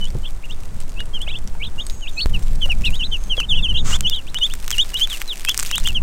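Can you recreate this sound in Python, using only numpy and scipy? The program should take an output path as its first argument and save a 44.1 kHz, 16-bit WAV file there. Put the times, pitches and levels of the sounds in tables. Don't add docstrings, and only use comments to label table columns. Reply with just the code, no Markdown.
import sys
import numpy as np
from scipy import signal
from scipy.fft import rfft, irfft, next_fast_len
from scipy.io import wavfile
from scipy.ndimage import uniform_filter1d

SR = 44100
rng = np.random.default_rng(int(sys.argv[2]) if len(sys.argv) > 2 else 0)


def put_to_file(sound):
    columns = np.atleast_2d(sound).T
    safe = np.clip(columns, -1, 1)
    whole_steps = np.round(safe * 32767)
    wavfile.write(sys.argv[1], SR, whole_steps.astype(np.int16))


N = 265614
TIME = np.arange(N) / SR


def undb(db):
    return 10 ** (np.asarray(db) / 20)


def unit(x):
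    return x / np.sqrt(np.mean(x ** 2))


def curve(points):
    return np.interp(TIME, *np.transpose(points))


def colour(x, points):
    hz, db = np.transpose(points)
    size = next_fast_len(len(x))
    bins = np.maximum(np.fft.rfftfreq(size, 1 / SR), 1)
    gain = undb(np.interp(np.log(bins), np.log(hz), db))
    return unit(irfft(rfft(x, size) * gain, size)[:len(x)])


def band(x, lo_hz, hi_hz):
    b, a = signal.butter(2, [lo_hz, hi_hz], "band", fs=SR)
    return signal.lfilter(b, a, x)


def walk(size, rate):
    hold = max(int(SR / rate), 1)
    steps = np.repeat(rng.standard_normal(size // hold + 1), hold)
    return uniform_filter1d(uniform_filter1d(steps, hold), hold)[:size]


def add(out, start, x):
    i = int(start * SR)
    out[i:i + len(x)] += x[:N - i]


def span(length_s):
    return np.arange(0, length_s, 1 / SR)


def crackle(rate, smear_s, spread_db):
    sizes = undb(spread_db * np.minimum(rng.standard_exponential(N), 4))
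    chance = rate / SR * undb(4 * walk(N, 25))
    cracks = (rng.random(N) < chance) * sizes
    envelope = signal.lfilter([1], [1, -np.exp(-1 / (smear_s * SR))], cracks)
    return envelope * rng.standard_normal(N)


def ring(t, hz, t60):
    return np.cos(2 * np.pi * hz * t) * np.exp(-np.log(1000) * t / t60)


# start_s [s], level_db [dB]
WIND_STRENGTH = [(0, -34.5), (0.4, -45), (0.72, -40.5), (1.45, -39.5), (1.6, -41), (2.22, -44),
                 (2.3, -31.5), (2.9, -30.5), (3.1, -39.5), (3.45, -41), (3.55, -30.5), (3.96, -29),
                 (4.04, -33.5), (4.25, -47.5), (4.75, -41.5), (5.35, -51.5), (5.7, -44.5), (5.85, -34.5)]
# frequency_hz [Hz], level_db [dB]
SWAY_SPECTRUM = [(3, -10.5), (9, 6), (14, 3.5), (25, -10), (45, -16.5), (70, -35), (140, -66), (3000, -110)]
# frequency_hz [Hz], level_db [dB]
BUFFET_SPECTRUM = [(25, -15), (55, 4.5), (80, 1.5), (125, -5.5), (200, -9), (320, -24.5), (700, -32),
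                   (2000, -46), (10000, -82)]
# frequency_hz [Hz], level_db [dB]
AIR_SPECTRUM = [(100, -2), (300, 4), (600, 0.5), (1200, -3), (2500, -12.5), (5000, -17), (8500, -13),
                (11000, -23.5), (16000, -28)]


def wind(sway_db=7, sway_growth=0.61, buffet_db=3.5, flutter_db=3.0, air_db=-46):
    strength_db = curve(WIND_STRENGTH)
    sway = colour(rng.standard_normal(N), SWAY_SPECTRUM)
    sway /= np.sqrt(uniform_filter1d(sway ** 2, SR // 5))
    sway *= undb(sway_growth * strength_db + sway_db)
    buffet = colour(rng.standard_normal(N), BUFFET_SPECTRUM) * undb(flutter_db * walk(N, 30))
    buffet *= undb(strength_db + buffet_db)
    air = colour(rng.standard_normal(N), AIR_SPECTRUM) * undb(air_db + walk(N, 12))
    return sway + buffet + air


# start_s [s], level_db [dB]
RUSTLE_STRENGTH = [(0, -53.5), (0.35, -63.5), (0.8, -59.5), (1.2, -63.5), (2.2, -59), (2.3, -55),
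                   (2.9, -52.5), (3.1, -56), (3.7, -61.5), (4.0, -58), (4.3, -54), (4.7, -48.5), (5.1, -48),
                   (5.35, -50.5), (5.5, -43.5), (5.8, -43.5), (5.92, -53), (6.02, -66)]
# frequency_hz [Hz], level_db [dB]
RUSTLE_SPECTRUM = [(300, -27), (1200, 1.5), (2500, 8.5), (4500, 5.5), (8500, 6.5), (10500, 0), (13500, 0.5),
                   (16000, -6)]


def grass(blades_db=9.0, stalks_db=-4, hiss_db=-1):
    blades = colour(crackle(rate=1400, smear_s=0.00081, spread_db=8), RUSTLE_SPECTRUM)
    stalks = unit(band(crackle(rate=150, smear_s=0.00074, spread_db=5.5), lo_hz=710, hi_hz=4430))
    hiss = colour(rng.standard_normal(N), RUSTLE_SPECTRUM)
    rustle = undb(blades_db) * blades + undb(stalks_db) * stalks + undb(hiss_db) * hiss
    return rustle * undb(curve(RUSTLE_STRENGTH))


def syrinx(hz, loudest, db, third_db, overtone_db, brightening,
           shimmer_db=1, throat_hz=3000, throat_width_hz=1500):
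    size = len(hz)
    puff = np.interp(np.linspace(0, 1, size), [0, loudest, 1], [0, 1, 0])
    pressure = np.sin(np.pi / 2 * puff)
    swell = pressure / np.hypot(1, 2 * (hz - throat_hz) / throat_width_hz)
    phase = 2 * np.pi * np.cumsum(hz * (1 + .005 * walk(size, 700))) / SR
    overtones = np.sin(2 * phase) + undb(third_db) * np.sin(3 * phase)
    overtones *= (hz / hz.mean()) ** 2
    tone = np.sin(phase) + undb(overtone_db + brightening * (db + 22.5)) * pressure * overtones
    level = np.sqrt(2) * undb(db + shimmer_db * walk(size, 423))
    return level * swell / swell.max() * tone


# start_s [s], length_s [s], start_hz [Hz], end_hz [Hz], level_db [dB],
# dwell on the opening note [exponent: 1 = plain cosine glide with a gentle start, more = later]
CHEEP_CALLS = [(0.005, 0.062, 3006, 2948, -27.5, 1), (0.985, 0.046, 2900, 2824, -29, 1.29),
               (1.133, 0.054, 3230, 2730, -26, 1.46), (2.015, 0.053, 3100, 2450, -33.5, 0.92),
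               (2.334, 0.039, 3070, 2485, -23.5, 0.79), (2.608, 0.032, 3400, 3260, -28.5, 0.81),
               (2.614, 0.05, 3140, 2730, -19, 1.08), (2.692, 0.045, 2976, 2330, -18, 0.92),
               (2.841, 0.058, 3000, 2370, -18.5, 0.85), (2.991, 0.05, 3100, 2540, -22, 0.85),
               (3.115, 0.039, 3580, 3130, -31.5, 0.8), (3.113, 0.058, 3166, 2590, -21.0, 1.12),
               (3.295, 0.06, 3280, 2645, -18.5, 0.76), (3.366, 0.066, 3420, 2440, -19.5, 0.89),
               (3.486, 0.065, 3710, 2500, -16, 0.86), (3.557, 0.055, 3030, 2600, -22, 1.03),
               (3.622, 0.059, 3660, 2580, -17.5, 0.78), (3.679, 0.051, 3104, 2740, -19.5, 1.4),
               (3.738, 0.041, 3240, 3005, -23.5, 0.78), (4.029, 0.057, 3160, 2540, -27.5, 0.897),
               (4.093, 0.09, 3700, 2935, -24.5, 0.78), (4.143, 0.065, 4100, 2600, -28, 0.76),
               (4.382, 0.1, 3720, 3280, -33.8, 0.76), (4.71, 0.051, 3460, 2510, -24, 0.88),
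               (4.975, 0.052, 3250, 2600, -29.5, 0.76), (5.084, 0.082, 4040, 2540, -26, 0.63),
               (5.271, 0.075, 4130, 2550, -24.5, 1), (5.853, 0.064, 3405, 2530, -22.5, 0.86),
               (5.944, 0.048, 3380, 2610, -18, 0.75)]


def cheeps():
    out = np.zeros(N)
    for start, length_s, start_hz, end_hz, db, dwell in CHEEP_CALLS:
        slide = 1 - np.cos(3 / 4 * np.pi * (span(length_s) / length_s) ** dwell)
        hz = start_hz + (end_hz - start_hz) * slide / slide[-1]
        add(out, start, syrinx(hz, loudest=0.45, db=db, third_db=-6.0, overtone_db=-27.0, brightening=0.29))
    return out


# start_s [s], rise_s [s], start_hz [Hz], crest_hz [Hz], level_db [dB],
# dwell on the opening note [exponent: 1 = plain cosine glide with a gentle start, more = later]
PEEP_CALLS = [(0.02, 0.061, 3010, 3550, -37.5, 3.3), (0.231, 0.034, 3030, 3570, -36.5, 1.81),
              (0.246, 0.025, 2580, 3480, -32, 1), (0.429, 0.02, 2050, 2860, -36.5, 0.89),
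              (0.491, 0.034, 2710, 3720, -33, 1.8), (0.96, 0.045, 2604, 3860, -35, 2.6),
              (1.201, 0.032, 2910, 3500, -28, 1.6), (1.262, 0.038, 2460, 3900, -28, 1.34),
              (1.273, 0.057, 2140, 3500, -32, 1.64), (1.308, 0.025, 2997, 3470, -34.2, 0.6),
              (1.333, 0.036, 2640, 3580, -28.5, 2), (1.595, 0.059, 2210, 4060, -27.5, 1.9),
              (1.617, 0.027, 2710, 3310, -30, 1.1), (1.644, 0.029, 2355, 3700, -32.2, 0.79),
              (1.779, 0.037, 2810, 3710, -25, 2.15), (2.058, 0.032, 2350, 3760, -29, 1.44),
              (2.164, 0.059, 2545, 4000, -23, 2.95), (2.173, 0.027, 3770, 4430, -25.5, 0.51),
              (2.204, 0.028, 3980, 4470, -21, 0.6), (2.835, 0.033, 2524, 3760, -21, 1.1),
              (2.855, 0.016, 3500, 4120, -29, 0.73), (2.919, 0.056, 2690, 3860, -29.5, 1.2),
              (3.019, 0.04, 2960, 4070, -21.8, 1.23), (3.42, 0.023, 2460, 3140, -28, 1.05),
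              (3.523, 0.043, 2970, 3400, -23, 2.02), (3.569, 0.028, 2660, 3610, -30, 1.26),
              (3.744, 0.043, 2780, 3960, -21.0, 1.5), (3.763, 0.039, 2760, 3720, -22, 1.8),
              (3.916, 0.042, 2810, 3570, -20, 1.8), (4.043, 0.041, 2902, 3510, -15.8, 2.3),
              (4.11, 0.039, 2890, 3790, -23, 2.09), (4.261, 0.039, 2330, 4100, -37.5, 1.2),
              (4.344, 0.036, 2944, 3760, -22.5, 4.1), (4.409, 0.05, 2923, 3610, -13.5, 1.5),
              (4.493, 0.038, 2440, 3640, -32.5, 0.85), (4.775, 0.047, 2826, 3715, -12.2, 1.73),
              (4.933, 0.045, 2850, 3910, -20, 3), (5.006, 0.037, 3060, 3494, -13, 1.65),
              (5.468, 0.042, 3160, 3510, -20.5, 1.42), (5.469, 0.041, 2590, 3478, -17.5, 1.9),
              (5.692, 0.024, 2340, 3850, -32, 1.5), (5.72, 0.022, 2720, 3250, -20, 0.97),
              (5.732, 0.044, 2660, 3870, -20.5, 1.75), (5.762, 0.049, 2910, 4260, -36, 1.7),
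              (5.846, 0.027, 2760, 3600, -21, 1.56)]


def peeps(drop_s=0.016, drop_hz=600):
    out = np.zeros(N)
    for start, rise_s, start_hz, crest_hz, db, dwell in PEEP_CALLS:
        t = span(rise_s + drop_s)
        rise = np.sin(np.pi / 2 * np.interp(t, [0, rise_s], [0, 1]) ** dwell) ** 2
        drop = 1 - np.cos(np.pi / 2 * np.interp(t - rise_s, [0, drop_s], [0, 1]))
        hz = start_hz + (crest_hz - start_hz) * rise - drop_hz * drop
        add(out, start, syrinx(hz, loudest=0.43, db=db, third_db=-13, overtone_db=-29.0, brightening=0.96))
    return out


# start_s [s], pitch_hz of the lower mode [Hz], relative level_db [dB]
GRAIN_HITS = [(0.0545, 6980, -24), (.1037, 4530, -29.5), (0.51, 6200, -28), (.803, 8100, -21),
              (0.894, 6860, -27), (1.0045, 3600, -21), (1.0564, 8350, -27), (1.217, 8200, -18),
              (1.387, 7700, -27), (1.4753, 5850, -22.5), (1.8666, 8160, -15), (1.8985, 3880, -17.5),
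              (2.9561, 3670, -22), (3.2384, 6370, -23.5), (3.369, 3960, -21), (3.4026, 6200, -12)]


def grains(t60=0.0073, upper=1.22, upper_db=-7, tick_db=-5, tick_s=0.0023,
           bounce_s=0.0066, bounce_db=-15, gain_db=-3):
    out, t = np.zeros(N), np.arange(SR // 20) / SR
    for start, hz, db in GRAIN_HITS:
        tick = undb(tick_db) * rng.standard_normal(len(t)) * np.exp(-t / tick_s)
        ping = ring(t, hz, t60) + undb(upper_db) * ring(t, upper * hz, t60) + tick
        add(out, start, undb(db + gain_db) * ping)
        add(out, start + bounce_s * rng.uniform(0.47, 1.5), undb(db + bounce_db) * ping)
    return band(out, lo_hz=1150, hi_hz=9800)


def pen(x, first_s=0.0041, t60=0.051, echo_db=-17):
    t = np.arange(SR // 5) / SR
    echoes = rng.standard_normal(len(t)) * (t > first_s) * np.exp(-np.log(1000) * t / t60)
    echoes /= np.sqrt(np.sum(echoes ** 2))
    return x + undb(echo_db) * signal.fftconvolve(x, echoes)[:N]


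# start_s [s], pitch_hz [Hz], relative level_db [dB], t60_s [s]
BUMPS_AND_CLICK = [(.147, 127, -15, 0.06), (1.0044, 1700, -19.5, 0.0089), (1.277, 670, -28.5, 0.021),
                   (1.551, 920, -33, 0.032), (2.2595, 21.8, -8, 0.067), (2.658, 559, -31, 0.088),
                   (2.689, 756, -29, 0.038), (3.379, 490, -20.5, 0.028), (3.4017, 1330, -18.5, 0.0085)]


def bumps_and_click(soft_s=0.0038, scuff_db=-6):
    out, t = np.zeros(N), np.arange(SR // 5) / SR
    for start, hz, db, t60 in BUMPS_AND_CLICK:
        noise = band(rng.standard_normal(len(t)), lo_hz=hz / 2 + 20, hi_hz=2 * hz + 30)
        scuff = unit(noise) * ring(t, 0, t60)
        thud = 50 < hz < 300
        onset = 2 * (1 - np.exp(-t / soft_s)) ** 2 if thud else 1
        add(out, start, undb(db) * onset * (ring(t, hz, t60) + undb(scuff_db) * scuff))
    return out


# start_s [s], end_s [s], start_hz [Hz], end_hz [Hz], level_db [dB]
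FAR_WHISTLES = [(1.755, 2.116, 6580, 6620, -48.5), (1.9, 2.038, 8150, 7450, -57),
                (2.094, 2.226, 6600, 7900, -51.5), (2.36, 2.572, 7400, 7330, -56),
                (2.113, 2.22, 6240, 6200, -51), (2.89, 3.026, 6730, 6640, -51),
                (2.988, 3.375, 6450, 6400, -54.5), (3.74, 3.853, 6540, 6750, -51)]


def far_bird(waver=0.022, flicker_db=3):
    out = np.zeros(N)
    for start, end, start_hz, end_hz, db in FAR_WHISTLES:
        size = len(np.arange(start, end, 1 / SR))
        hz = np.linspace(start_hz, end_hz, size) * (1 + waver * walk(size, 900))
        swell = signal.windows.tukey(size, .5) * undb(db + flicker_db * walk(size, 83))
        add(out, start, np.sqrt(2) * swell * np.sin(2 * np.pi * np.cumsum(hz) / SR))
    return out


# start_s [s], end_s [s], relative level_db [dB]
RUSH_SPAN = (3.838, 3.97, -24)
# frequency_hz [Hz], level_db [dB]
RUSH_SPECTRUM = [(300, -8), (900, -4.5), (1300, 3), (1800, -3.5), (3000, -2.5), (4300, -7), (5200, -4),
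                 (7200, 3), (9200, -10.5), (10500, -18), (16000, -22)]


def rush(attack_s=0.037, release_s=0.0058, flutter_db=1.5, grit_db=-3, gain_db=-3.0):
    start, end, db = RUSH_SPAN
    swell = np.clip(np.minimum((TIME - start) / attack_s, (end - TIME) / release_s), 0, 1)
    grit = undb(grit_db) * unit(crackle(rate=3700, smear_s=0.00036, spread_db=4))
    hiss = colour(rng.standard_normal(N) + grit, RUSH_SPECTRUM)
    return swell * hiss * undb(db + gain_db + flutter_db * walk(N, 170))


# start_s [s], then relative levels crack_db [dB], low knock_db [dB],
# high edge_db [dB]
STALK_SNAPS = [(4.0078, -3, -25.5, -30), (4.098, -6.5, -33, -28), (4.3449, -11, -29, -41),
               (4.387, -17, -34, -48), (4.538, -10.5, -32, -39), (4.6796, -9.5, -28.5, -32),
               (4.7055, -3.5, -28.5, -30), (4.714, -3.5, -24, -32), (4.783, -6, -26.5, -42),
               (4.9427, -10, -35.5, -34), (5.217, -12, -24, -31), (5.4499, -6.5, -24, -28),
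               (5.4874, -7.5, -25.5, -34), (5.4937, 1.5, -21.5, -24), (5.5447, -8.5, -28, -34),
               (5.5767, 0, -34.5, -28), (5.5916, -7, -27.5, -29), (5.5983, -0.5, -30, -33),
               (5.605, -10, -35.5, -37), (5.6286, -5, -28, -32), (5.67, -15, -44, -37),
               (5.7133, -5.5, -26, -33), (5.757, -8.5, -40, -27), (5.7809, -4, -26.5, -34),
               (5.8745, -5.5, -26.5, -32), (5.8869, -11, -45, -35)]


def snaps(crack_s=0.00019, tail_s=0.0032, tail_db=-29, crack_db=-22.0, knock_db=-4.5, top_db=-4.5):
    out, t = np.zeros(N), np.arange(SR // 50) / SR
    for start, db, body_db, edge_db in STALK_SNAPS:
        decay = np.exp(-t / crack_s) + undb(tail_db) * np.exp(-t / tail_s)
        push = rng.standard_normal(len(t)) * decay
        knock = undb(body_db + knock_db) * unit(band(push, lo_hz=1110, hi_hz=3400))
        crack = undb(db + crack_db) * unit(band(push, lo_hz=5040, hi_hz=9100))
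        top = undb(edge_db + top_db) * unit(band(push, lo_hz=9800, hi_hz=14500))
        add(out, start, knock + crack + top)
    return out


def scene():
    in_pen = pen(cheeps() + peeps() + grains())
    mix = wind() + grass() + in_pen + bumps_and_click() + far_bird() + rush() + snaps()
    return mix[None]


def record(dry, top_hz=15900):
    low_pass = signal.ellip(10, .2, 80, top_hz, fs=SR, output="sos")
    return signal.sosfilt(low_pass, np.clip(dry, -1, 1))


dry = scene()
out = record(dry)
put_to_file(out)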